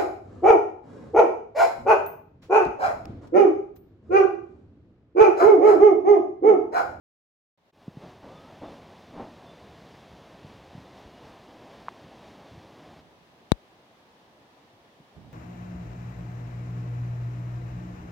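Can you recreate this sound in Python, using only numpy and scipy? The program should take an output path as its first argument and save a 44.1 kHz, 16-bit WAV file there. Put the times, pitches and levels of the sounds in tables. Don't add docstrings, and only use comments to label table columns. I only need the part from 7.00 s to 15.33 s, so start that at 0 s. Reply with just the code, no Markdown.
import sys
import numpy as np
from scipy import signal
from scipy.fft import rfft, irfft
from scipy.io import wavfile
from scipy.ndimage import uniform_filter1d, map_coordinates

SR = 44100
rng = np.random.default_rng(int(sys.argv[2]) if len(sys.argv) > 2 else 0)


def to_wav(s):
    ch = np.atleast_2d(s).T
    pcm = np.round(np.clip(ch, -1, 1) * 32767)
    wavfile.write(sys.argv[1], SR, pcm.astype(np.int16))


N = 367353

# (frequency [Hz], relative level [dB])
AIR_SPECTRUM = [(25, -28), (50, -9.5), (120, -2.5), (290, 0.5), (450, -2), (700, -.5), (1050, -5.7),
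                (1400, -13.3), (1750, -12.2), (2300, -15), (3500, -16), (6200, -26), (7600, -33.5),
                (15500, -45)]
# (frequency [Hz], side minus mid [dB])
AIR_WIDTH = [(60, -17), (200, -13.5), (700, -9), (1290, 1), (2400, .5), (15000, -1)]
# (time [s], level change [dB])
RUSTLES = [(1.06, 1.2), (1.19, -2.8), (1.72, 2), (2.9, 1.8), (3.5, 1.5), (3.78, 1.6), (3.99, 2.2),
           (4.28, 2.4), (4.75, 1.8), (5.27, 2.2)]
# (frequency [Hz], relative level [dB])
RUMBLE_SPECTRUM = [(30, -33), (45, -14), (60, -1), (100, 0), (180, 1), (280, -8), (450, -14), (900, -29),
                   (2500, -53), (15000, -75)]
# (time [s], level [dB])
GRIP_LEVEL = [(1.0, -68), (3.0, -65.5), (3.9, -66.5), (4.5, -73), (6.1, -70), (6.8, -80)]
# (peak time [s], level [dB], decay [s])
GRIP_SHIFTS = [(1.04, -60, .05), (2.04, -66, .08), (3.46, -63, .04), (3.78, -63, .06), (4.02, -64, .06),
               (5.05, -64, .06), (5.56, -60, .06), (5.95, -60, .08), (8.008, -54, .014), (8.18, -50, .025),
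               (8.26, -50, .1)]
# (time [s], gain [dB])
ZOOM_GAIN = [(.74, 0), (.82, 2.2), (.94, 2.2), (1.02, 7.4), (5.997, 7.5), (6.02, 0)]
# (time [s], peak level [dB], ring frequency [Hz])
BUMPS = [(.8799, -29.3, 170), (.9704, -35.5, 155), (3.446, -45, 140), (3.7505, -43.5, 149),
         (3.7786, -43, 138), (4.054, -53, 60), (5.044, -49.5, 160), (5.512, -49, 100), (5.548, -51, 100),
         (5.575, -47.5, 120), (7.734, -55, 110), (8.001, -45, 160)]
# (frequency [Hz], relative level [dB])
RUSH_SPECTRUM = [(50, -11.5), (130, -8), (280, 1), (420, -4), (620, -2), (900, -8.5), (1200, -15),
                 (1550, -23), (2500, -29.5), (6000, -53), (15000, -75)]
# (peak time [s], level [dB], rise [s], decay [s])
DULL_RUSHES = [(1.04, -53.5, .03, .05), (1.234, -52, .005, .17), (1.625, -46, .008, .1),
               (2.21, -44, .056, .052), (2.42, -63, .08, .2), (4.65, -63, .45, .65), (8.2, -60, .03, .15)]
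# (time [s], length [s], start pitch [Hz], end pitch [Hz], level [dB])
WHISTLES = [(1.28, .25, 1190, 1366, -69), (1.31, .11, 3530, 3515, -74), (1.63, .072, 3505, 3510, -74),
            (2.46, .08, 3500, 3540, -70.5), (2.55, .06, 3530, 3540, -78), (3.85, .06, 3520, 3530, -78),
            (4.08, .2, 2860, 2878, -76.5), (5.45, .1, 3510, 3520, -78)]
# (time [s], peak level [dB], contact [ms], ring frequency [Hz], bandwidth [Hz])
TICKS = [(4.8838, -27.3, .19, 1080, 280), (4.89, -43, .085, 2500, 1800), (8.166, -46, .2, 500, 700)]
# (frequency [Hz], bandwidth [Hz], gain [dB])
PORT_MODES = [(143, 219, 0), (3930, 170, -14.3), (3830, 1320, -15.6)]

MERGE_S, SPLIT_S = .719, 6.007


def undb(db):
    return 10 ** (np.asarray(db) / 20)


def curve(rows):
    return np.interp(np.arange(N) / SR, *np.transpose(rows))


def colour(x, spectrum):
    hz, db = np.transpose(spectrum)
    bin_hz = np.maximum(np.arange(N // 2 + 1) * SR / N, 1)
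    gain = undb(np.interp(np.log(bin_hz), np.log(hz), db))
    return irfft(rfft(x) * gain, N)


def noise(spectrum):
    x = colour(rng.standard_normal(N), spectrum)
    return x / np.std(x)


def wander(rate):
    knots = rng.standard_normal(N // 10)
    return map_coordinates(knots, [np.arange(N) / SR * rate], order=2, mode="mirror")


def swell(peak_s, rise_s, decay_s):
    t = np.arange(N) / SR - peak_s
    exponent = np.where(t < 0, (t / rise_s) ** 2, t / decay_s)
    return np.exp(-np.minimum(exponent, 40))


def ring(x, hz, width_hz):
    damping = width_hz / hz
    b, a = signal.bilinear([damping, 0], [1, damping, 1], .5 / np.tan(np.pi * hz / SR))
    return signal.lfilter(b, a, x + 1e-18)


def low_cut(x, hz, order):
    return signal.sosfilt(signal.butter(order, hz, "high", fs=SR, output="sos"), x + 1e-18)


def contact_force(start, contact_ms):
    age = np.clip((np.arange(N) / SR - start) * 1000 / contact_ms, 0, 50)
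    return age * np.exp(1 - age)


def strike_case(start, peak_db, contact_ms, hz, width_hz):
    ringing = ring(contact_force(start, contact_ms), hz, width_hz)
    knock = low_cut(ringing, .77 * hz, order=2)
    return undb(peak_db) * knock / np.abs(knock).max()


def air(level_db=-58.8, eddy_db=.74, sway_db=.3, split_hz=1200, rustle_s=.06):
    t = np.arange(N) / SR
    mid, side = noise(AIR_SPECTRUM), colour(noise(AIR_SPECTRUM), AIR_WIDTH)
    mics = np.array([mid + side, mid - side])
    breeze_db = sum(db * np.exp(-((t - at) / rustle_s) ** 2) for at, db in RUSTLES)
    lows = signal.sosfiltfilt(signal.butter(2, split_hz, fs=SR, output="sos"), mics)
    leaves = (mics - lows) * undb(breeze_db + sway_db * wander(9))
    roar = lows * undb(.85 * breeze_db + eddy_db * wander(14))
    return (roar + leaves) * undb(level_db)


def grip_rumble(shudder_db=2.5, unshared_db=-5, right_bias_db=6):
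    shared = noise(RUMBLE_SPECTRUM)
    mics = np.array([shared + undb(unshared_db) * noise(RUMBLE_SPECTRUM) for _ in range(2)])
    pan = undb(np.array([[-right_bias_db], [right_bias_db]]) / 2)
    shift_power = sum((undb(db) * swell(at, .7 * decay, decay)) ** 2 for at, db, decay in GRIP_SHIFTS)
    envelope = np.sqrt(undb(curve(GRIP_LEVEL)) ** 2 + shift_power)
    return mics * pan * envelope * undb(shudder_db * wander(28))


def self_noise(level_db=-77):
    return rng.standard_normal((2, N)) * undb(level_db)


def fade_in(open_s=.575, fade_s=.245, dropout_db=-27, dropout_s=.009):
    t = np.arange(N) / SR
    fade_db = np.interp(t, [open_s, open_s + fade_s], [-14.5, 0], left=-90)
    dip_db = dropout_db * np.exp(-((t - MERGE_S) / dropout_s) ** 2)
    return undb(fade_db + dip_db)


def bumps(contact_cycles=.085, width_share=.6):
    return sum(strike_case(start, db, 1000 * contact_cycles / hz, hz, width_share * hz)
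               for start, db, hz in BUMPS)


def dull_rushes(flutter_db=.6):
    power = sum((undb(db) * swell(at, rise, decay)) ** 2 for at, db, rise, decay in DULL_RUSHES)
    return noise(RUSH_SPECTRUM) * np.sqrt(power) * undb(flutter_db * wander(45))


def whistles(waver_hz=34, flicker_db=3):
    t, notes = np.arange(N) / SR, np.zeros(N)
    drift_hz = waver_hz * wander(150)
    flicker = undb(flicker_db * wander(60))
    for start, length, from_hz, to_hz, db in WHISTLES:
        on = (t > start) & (t < start + length)
        progress = (t[on] - start) / length
        hz = from_hz + (to_hz - from_hz) * progress + drift_hz[on]
        envelope = undb(db) * np.sqrt(2 * np.sin(np.pi * progress))
        notes[on] += envelope * np.sin(2 * np.pi * np.cumsum(hz) / SR)
    return notes * flicker


def ticks():
    return sum(strike_case(*tick) for tick in TICKS)


def port_tap(start=6.51884, contact_ms=.012, gain_db=33.3, leak_hz=45, duct_hz=4900):
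    duct = signal.butter(2, duct_hz, fs=SR, output="sos")
    force = signal.sosfilt(duct, contact_force(start, contact_ms))
    pressure = sum((-1) ** k * undb(db) * ring(force, hz, width_hz)
                   for k, (hz, width_hz, db) in enumerate(PORT_MODES))
    left = undb(gain_db) * low_cut(pressure, leak_hz, order=4)
    return np.array([left, np.zeros(N)])


def scene():
    return air() + grip_rumble() + bumps() + dull_rushes() + whistles() + ticks() + port_tap()


def record(dry, top_hz=15800):
    t = np.arange(N) / SR
    left, right = (dry * undb(curve(ZOOM_GAIN)) + self_noise()) * fade_in()
    in_stereo = (t < MERGE_S) | (t > SPLIT_S)
    width = uniform_filter1d(in_stereo.astype(float), size=660)
    mid, side = (left + right) / 2, (left - right) / 2 * width
    zoomed = np.array([mid + side, mid - side])
    saturated = zoomed / (1 + zoomed ** 8) ** (1 / 8)
    return signal.sosfilt(signal.ellip(8, .1, 70, top_hz, fs=SR, output="sos"), saturated)


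dry = scene()
out = record(dry)
to_wav(out)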